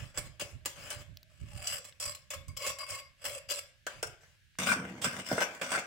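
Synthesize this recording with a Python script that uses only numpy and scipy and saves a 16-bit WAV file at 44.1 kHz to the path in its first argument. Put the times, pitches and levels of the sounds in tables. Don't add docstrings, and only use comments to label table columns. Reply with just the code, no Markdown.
import sys
import numpy as np
from scipy import signal
from scipy.fft import rfft, irfft, next_fast_len
from scipy.io import wavfile
from scipy.ndimage import map_coordinates

SR = 44100
rng = np.random.default_rng(int(sys.argv[2]) if len(sys.argv) > 2 else 0)


def bounce(signal):
    frames = np.transpose(np.atleast_2d(signal))
    limited = np.clip(frames, -1, 1)
    pcm = np.round(limited * 32767).astype(np.int16)
    wavfile.write(sys.argv[1], SR, pcm)


N = 258426
SIZE = next_fast_len(N + SR)
HZ = np.fft.rfftfreq(SIZE, 1 / SR)
T = np.arange(N) / SR
SPLIT_HZ = 2800

# pitch_hz, half_width_hz, relative level_db
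BLADE_MODES = [(588, 23, -1), (1069, 10.3, -14), (2208, 55, -5), (2623, 180, -6), (3180, 360, -8.5),
               (3458, 37, -4.5), (4125, 63, -5), (4886, 180, -1.5), (5200, 81, -16), (5595, 410, -5.5),
               (6993, 56, -1.5), (7760, 50, 0.5), (8000, 120, -32), (8760, 170, -5), (9950, 59, -10),
               (10690, 72, -4), (11350, 92, -9), (12100, 230, -11), (12800, 300, -27), (14000, 34, -28),
               (14480, 82, -6.5), (16400, 390, -6)]
# pitch_hz, half_width_hz, relative level_db
TUB_MODES = [(196, 190, -15), (630, 95, 8.5), (1574, 130, 1), (2145, 55, 1), (2703, 32, 0),
             (3120, 54, -8.5), (3543, 61, -5.5), (4180, 23, -7.5), (4710, 200, -25), (5440, 600, -8.5),
             (6000, 57, -3), (7800, 500, -10), (8360, 170, -7), (9630, 40, -43)]
# frequency_hz, relative density_db (per Hz)
MORTAR_SPECTRUM = [(120, -29), (200, -11), (440, -14), (538, -3.5), (659, -12), (1080, -8), (1250, -9),
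                   (2130, -7.5), (2470, -7), (2700, -4.5), (4520, -16.5), (7830, -2), (12200, -32.5),
                   (15100, -17), (16000, -11.5)]
# frequency_hz, relative density_db (per Hz)
THUD_SPECTRUM = [(35, -45), (60, -22), (188, -3.5), (221, -8), (312, -7), (393, -19.5), (500, -12.5),
                 (650, -33), (1100, -120)]


def amp(db):
    return 10 ** (np.asarray(db) / 20)


def unit(x):
    return x / np.sqrt(np.mean(np.abs(x) ** 2) + 1e-20)


def along(points, hz=HZ):
    f, v = np.transpose(points)
    return np.interp(np.log(hz + 1), np.log(f + 1), v)


def wobble(rate):
    knots = rng.standard_normal(int(N * rate / SR) + 4)
    return map_coordinates(knots, [T * rate])


def filtered(x, response):
    return irfft(rfft(x, SIZE) * response, SIZE)[..., :N]


def causal(gain):
    cepstrum = irfft(np.log(np.maximum(unit(gain), 1e-6)), SIZE)
    cepstrum[1:SIZE // 2] *= 2
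    cepstrum[SIZE // 2 + 1:] = 0
    return np.exp(rfft(cepstrum))


def resonances(modes):
    power = sum((amp(db) / (1 + ((HZ - centre) / half_width) ** 2)) ** 2 for centre, half_width, db in modes)
    return unit(np.sqrt(power))


def surface(spectrum, modes, ring_db):
    return np.hypot(unit(amp(along(spectrum))), amp(ring_db) * resonances(modes))


def halves(gain, split_hz):
    slope = (HZ / split_hz) ** 4
    return causal(gain / (1 + slope)), causal(gain * slope / (1 + slope))


def sand(rate, spread_db, hiss_db, judder_db):
    present = rng.random(N) < rate / SR
    sign = rng.choice([-1, 1], N)
    grains = present * sign * amp(spread_db * np.minimum(rng.exponential(size=N), 4))
    crackle = unit(grains) + amp(hiss_db) * rng.standard_normal(N)
    return unit(crackle * amp(judder_db * wobble(170)))


def pressure(table, ease_db, release):
    bite_s = 0.0032
    forces = []
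    for start, swell, ease, swell_db, peak_db, *_ in table:
        t = T - start
        bite = np.clip(t / bite_s + 1, 0, 1)
        lift = np.exp(-np.clip((t - swell - ease) / release, 0, 20))
        below_peak_db = np.interp(t, [0, swell, swell + ease], [swell_db, 0, ease_db])
        forces.append(bite * lift * amp(peak_db - below_peak_db))
    return np.array(forces)


def strokes(force, grit_over_db, gain, grit, body_db, grit_db):
    low, high = halves(gain, SPLIT_HZ)
    body_force = force.sum(axis=0)
    grit_force = amp(grit_over_db) @ force
    body = amp(body_db) * filtered(body_force * grit, low)
    bright = amp(grit_db) * filtered(grit_force * grit, high)
    return body + bright


def blows(times, levels, t60, crack_db):
    out, t = np.zeros(N + SR), np.arange(SR // 5) / SR
    for s, db in zip(times, levels):
        at = round(s * SR)
        out[at:][:len(t)] += amp(db - 60 * t / t60) * rng.choice([-1, 1], len(t))
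        out[at] += amp(db + crack_db)
    return out[:N]


def singing(force, song_db, modes):
    slips = sand(rate=1500, spread_db=3, hiss_db=-8, judder_db=3.5)
    return filtered(amp(song_db) @ force * slips, causal(resonances(modes)))


def patting():
    # start_s, swell_s, ease_s, swell_db (below peak), drive peak_db, grit_db (over peak)
    pats = [ (0.0, 0.011, 0.097, -3, -52.5, -1.5), (0.144, 0.041, 0.011, 15, -42, -5.5),
            (0.22, 0.054, 0.006, 9, -56, 1), (0.398, 0.02, 0.021, 3.5, -41, 4.5),
            (0.45, 0.057, 0.046, 4, -63, 4.5), (0.759, 0.12, 0.071, 6.5, -49, -2),
            (0.905, 0.0094, 0.038, 6, -44, 1.5), (0.96, 0.056, 0.018, 4.5, -54, -1),
            (3.895, 0.011, 0.11, -1, -51.5, -5.5), (4.21, 0.025, 0.13, 0, -68, 1.5), ]
    force = pressure(pats, ease_db=12.5, release=0.0065)
    grit_over_db = np.transpose(pats)[-1]
    grit = sand(rate=3500, spread_db=1.5, hiss_db=-2.0, judder_db=0.0)
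    gain = surface(MORTAR_SPECTRUM, BLADE_MODES, ring_db=-1.5)
    return strokes(force, grit_over_db, gain, grit, body_db=-2.5, grit_db=-2.0)


def air():
    # frequency_hz, relative density_db (per Hz)
    air_spectrum = [(15, -44), (25, -16), (102, -6), (153, -29.5), (236, -29), (1130, -41), (1650, -17),
                    (1890, -22.5), (2910, -21.5), (3620, -25), (16000, -42.5)]
    noise = rng.standard_normal(N) + 2.0 * rng.standard_normal((2, N))
    return amp(-69.0) * unit(filtered(noise, amp(along(air_spectrum))))


def humming():
    pitch_hz, level_db, end_s = 620, -77.5, 1.38
    hum = unit(filtered(rng.standard_normal(N), causal(resonances([(pitch_hz, 35, 0)]))))
    return amp(level_db) * hum * np.clip((end_s - T) / 0.05, 0, 1)


def handling():
    # peak_s, drive level_db
    nudges = [(0.019, -42), (0.19, -45), (0.27, -46), (0.43, -49), (0.545, -44), (0.79, -45.5), (0.97, -45),
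              (1.099, -48), (1.429, -38.5), (1.55, -42), (1.71, -47), (2.07, -49), (2.379, -46),
              (2.489, -42.5), (2.68, -51.5), (2.92, -55), (3.29, -51.5), (3.48, -57.5), (3.96, -53),
              (4.06, -52)]
    # frequency_hz, relative density_db (per Hz)
    rumble_spectrum = [(12, -51), (20, -10.5), (91, 3), (119, -2), (138, -1), (166, -8.5), (211, -17.5),
                       (400, -27.5), (520, -66), (880, -120)]
    rise_s, fall_s = 0.018, 0.059
    grip = amp(-61 - 2 * T)
    for s, db in nudges:
        bump = np.exp(-np.maximum((s - T) / rise_s, (T - s) / fall_s))
        grip = np.maximum(grip, amp(db) * bump)
    noise = rng.standard_normal(N) + 1.78 * rng.standard_normal((2, N))
    lumps = unit(filtered(noise, amp(along(rumble_spectrum))) * amp(1.0 * wobble(25.14)))
    return lumps * grip * amp([[-7], [3]])


def tapping():
    # time_s, drive peak_db, body_db (relative to peak)
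    taps = [(0.175, -27, 2), (0.1847, -28.5, 1), (0.6515, -40, 1), (0.6579, -20.5, -1.5), (0.9038, -29, -8),
            (1.5757, -43.5, 2), (1.6721, -24.5, -20), (1.8504, -40.5, 1), (2.0006, -32, -18),
            (2.1495, -34.5, -5.5), (2.305, -32.5, -11), (2.4823, -42, -8), (2.5719, -28.5, -8),
            (2.6653, -25, 1.5), (2.7868, -34, -11), (2.9044, -32, -10), (3.252, -27.5, 0.5),
            (3.5073, -26, -32), (3.8671, -29.5, 5), (4.0285, -27, -1.5), (4.069, -39, -16),
            (5.0436, -25, 1), (5.0606, -38, 13), (5.549, -45, 9), (5.6153, -34, 17)]
    s, db, body_db = np.transpose(taps)
    low, high = halves(surface(MORTAR_SPECTRUM, BLADE_MODES, ring_db=-1), SPLIT_HZ)
    body = blows(s, db + body_db - 15.5, t60=0.087, crack_db=18.0)
    crack = blows(s, db - 6.0, t60=0.044, crack_db=17)
    return filtered(body, low) + filtered(crack, high)


def landing():
    # time_s, drive level_db
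    lumps = [(0.178, -41.5), (0.415, -48.5), (4.778, -42), (5.063, -34), (5.315, -27), (5.329, -34),
             (5.772, -42)]
    thuds = blows(*np.transpose(lumps), t60=0.091, crack_db=-9)
    return filtered(thuds, causal(amp(along(THUD_SPECTRUM))))


def knocking():
    # time_s, drive peak_db, slap_db (relative to peak)
    knocks = [(0.42, -30, -36), (3.867, -31, 1), (4.03, -23, -5), (4.234, -57, 8), (4.728, -35, 16),
              (5.044, -33.5, 8.5), (5.315, -13, -17.5), (5.38, -14, -7), (5.414, -17, -2.5),
              (5.425, -31, -3), (5.749, -31.5, 10), (5.775, -20.5, -7)]
    # frequency_hz, relative density_db (per Hz)
    boom_spectrum = [(47, -42.5), (80, -23), (201, -19), (349, -5.5), (587, 3), (702, -1.5), (1110, -9),
                     (1540, 6), (1870, -11.5), (2800, -19), (3640, -35), (6160, -120)]
    s, db, slap_db = np.transpose(knocks)
    low, high = halves(surface(boom_spectrum, TUB_MODES, ring_db=-5.0), 860)
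    boom = blows(s, db - 17.5, t60=0.069, crack_db=27)
    slap = blows(s, db + slap_db - 7.0, t60=0.061, crack_db=15.5)
    return filtered(boom, low) + filtered(slap, high)


def clicking():
    # time_s, drive peak_db, pitch_hz, top_partial_db (relative to the lower resonance)
    clicks = [(1.1716, -31, 4360, -2), (1.2304, -37, 4380, -2), (1.578, -39, 3800, -16),
              (1.925, -38, 3220, -18), (4.554, -44.5, 2400, -37)]
    out = np.zeros(N)
    for s, db, hz, top_db in clicks:
        push = blows([s], [db - 9], t60=0.0096, crack_db=8)
        modes = [(hz, 0.31 * hz, 0), (14700, 700, top_db)]
        out += filtered(push, causal(resonances(modes)))
    return out


def scraping():
    # grit_db, edge_song_db, flat_song_db
    scrapes = [ (1.3, 0.318, 0.021, 22.5, -53, -2, -28, -21), (1.627, 0.14, 0.022, 8, -45, 4.5, -16, -13),
               (1.841, 0.046, 0.013, 5.5, -58.5, 6, -11, -18),
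               (2.001, 0.056, 0.067, 6.5, -45.5, 7, -5.5, -13.5),
               (2.305, 0.041, 0.01, 3, -42.5, 3, -7, -12.5), (2.485, 0.006, 0.029, -2, -67, 0, 10.5, -10),
               (2.568, 0.1, 0.052, 13, -42.5, 7, 3.5, -5.5), (2.788, 0.044, 0.019, -1.5, -51, 2, 7, -12),
               (2.866, 0.064, 0.073, 12, -43, 3, -2, -9.5), (3.181, 0.052, 0.006, 19, -56.5, -1.5, -17, -7),
               (3.243, 0.023, 0.12, 0.5, -43.5, 4, -18.5, -3), (3.488, 0.027, 0.079, 7, -43, 7.5, -22, -3),
               ]
    # frequency_hz, relative density_db (per Hz)
    concrete_spectrum = [(150, -83), (250, -16.5), (436, -17), (557, -5), (831, -14.5), (1080, -6),
                         (2440, -5.5), (2670, 1.5), (3840, -27), (4900, -18), (6360, -15), (7700, 6.5),
                         (9330, -13.5), (15200, -25), (16000, -35)]
    # pitch_hz, half_width_hz, relative level_db
    edge_modes = [(610, 28, -8), (1081, 48, 0), (2176, 32, 5), (4760, 31, -1)]
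    # pitch_hz, half_width_hz, relative level_db
    flat_modes = [(559, 45, 2), (2690, 77, -11)]
    force = pressure(scrapes, ease_db=9.5, release=0.0032)
    *_, grit_over_db, edge_db, flat_db = np.transpose(scrapes)
    grit = sand(rate=1200, spread_db=4.0, hiss_db=-7, judder_db=2.6) * amp(1.2 * wobble(40))
    gain = surface(concrete_spectrum, BLADE_MODES, ring_db=1.5)
    rasp = strokes(force, grit_over_db, gain, grit, body_db=-2.5, grit_db=-1.5)
    return rasp + singing(force, edge_db, edge_modes) + singing(force, flat_db, flat_modes)


def squelching():
    # time_s, pitch_hz, level_db
    squelch = [(1.5, 850, -78), (1.56, 790, -66), (1.62, 740, -63), (1.68, 680, -60), (1.751, 544.5, -55),
               (1.81, 507, -63)]
    s, hz, db = np.transpose(squelch)
    phase = 2 * np.pi * np.cumsum(np.interp(T, s, hz)) / SR
    tone = wobble(110) * np.sin(phase) + wobble(110) * np.cos(phase)
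    fade = np.exp(-np.abs(T - np.clip(T, s[0], s[-1])) / 0.012)
    return unit(tone) * amp(np.interp(T, s, db)) * fade


def scooping():
    # grit_db, song_db, shifting_load_db
    scoops = [ (4.588, 0.0062, 0.085, -3, -36.5, -1, -4.5, -6.5),
              (4.66, 0.06, 0.019, 8.5, -34.5, 1.5, 4.5, -6.5),
              (4.759, 0.015, 0.29, -5, -44.5, -13.5, -25, 0), (5.018, 0.006, 0.014, 2, -42, 6, -12, -10),
              (5.043, 0.0034, 0.038, 1.5, -35.5, 0, 1, -7), (5.1, 0.098, 0.023, 8.5, -39.5, -6.5, -14, -6),
              (5.248, 0.061, 0.088, 17.5, -40, 1, -8, -11.5),
              (5.397, 0.03, 0.014, 11.5, -29.5, -4, -14, -19),
              (5.46, 0.023, 0.12, 9, -45.5, -9, -23, -14.5),
              (5.615, 0.007, 0.053, -1, -35.5, -5.5, -8, -14),
              (5.686, 0.057, 0.052, 14, -31.5, -4, -6, -17), ]
    # frequency_hz, relative density_db (per Hz)
    slurry_spectrum = [(150, -40), (250, -2), (407, -19), (618, -9), (906, -5), (1580, -6), (1820, -7.5),
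                       (2130, -4.5), (2860, -9), (3520, -12), (3910, -21), (5440, -15), (8700, -18.5),
                       (11900, -30), (16000, -23.5)]
    # pitch_hz, half_width_hz, relative level_db
    edge_modes = [(1220, 96, -4), (1470, 100, -1.5), (1548, 80, 2), (2370, 74, -5)]
    force = pressure(scoops, ease_db=9, release=0.0086)
    *_, grit_over_db, song_db, load_db = np.transpose(scoops)
    grit = sand(rate=1100, spread_db=3.8, hiss_db=-7, judder_db=2.4)
    gain = surface(slurry_spectrum, TUB_MODES, ring_db=-2.5)
    grind = strokes(force, grit_over_db, gain, grit, body_db=-5.0, grit_db=-1.5)
    load = amp(load_db) @ force * rng.standard_normal(N)
    shifting_load = filtered(load, causal(amp(along(THUD_SPECTRUM))))
    return grind + singing(force, song_db, edge_modes) + shifting_load


def wavering(x):
    bend_s = 0.00012 * wobble(45)
    return map_coordinates(x, [(T + bend_s) * SR])


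def echo(t60):
    hz, t, z = signal.stft(rng.standard_normal((2, SR * 3 // 4)), SR, nperseg=256)
    decay = amp(-60 * t / along(t60, hz)[:, None])
    tail = signal.istft(z * decay, SR, nperseg=256)[1]
    tail = tail * np.minimum(np.arange(tail.shape[1]) / SR / 0.0011, 1)
    return rfft(tail / np.linalg.norm(tail[0]), SIZE)


def room(x, near_db, tail_db, near_t60):
    # frequency_hz, t60_s
    reverberation = [(150, 0.26), (500, 0.44), (2500, 0.42), (7000, 0.3), (14000, 0.23)]
    apart = np.minimum(HZ / 1800, 1)
    tail = amp(tail_db) * echo(reverberation)
    near = amp(near_db) * echo([(1000, near_t60)])[0]
    mid = 1 + tail[0]
    side = apart * (tail[1] + near)
    return filtered(x, np.array([mid + side, mid - side]))


def shifting(x, colour_db, beam_db, life):
    hz, t, z = signal.stft(x, SR, nperseg=256)
    grid = np.meshgrid(np.sqrt(hz) / 3, t / life, indexing="ij")
    fields = rng.standard_normal((2, 64, 160))
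    colour, beam = [map_coordinates(field, grid, mode="wrap") for field in fields]
    treble = np.minimum(hz / 2500, 1)[:, None]
    gain = amp(treble * (colour_db * colour + beam_db * np.array([beam, -beam])))
    gain = gain / np.sqrt(np.mean(gain ** 2, axis=2, keepdims=True))
    return signal.istft(z * gain, SR, nperseg=256)[1][:, :N]


def scene():
    # frequency_hz, difference_db
    port_difference = [(200, 0), (700, -1), (1300, 1), (2400, 5), (4400, 3.5), (6000, 8.5), (7100, 4),
                       (8200, -17.5), (9500, -5.5), (11000, -3), (13000, 6), (15000, 3.5)]
    floor = wavering(patting() + scraping()) + squelching() + tapping()
    tub = wavering(scooping() + landing()) + knocking()
    floor_wet = room(floor, near_db=-0.5, tail_db=-7.5, near_t60=0.021)
    tub_wet = room(tub, near_db=0.0, tail_db=-7, near_t60=0.053)
    moving = shifting(floor_wet + tub_wet, colour_db=2.5, beam_db=3, life=0.07)
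    difference_db = along(port_difference)
    ports = amp(np.array([difference_db, -difference_db]) / 2)
    ports = ports / np.sqrt(np.mean(ports ** 2, axis=0))
    return filtered(moving, ports) + clicking() + handling() + air() + humming()


def record(dry):
    top_hz = 15900
    return filtered(dry, 1 / (1 + (HZ / top_hz) ** 200))


dry = scene()
out = record(dry)
bounce(out)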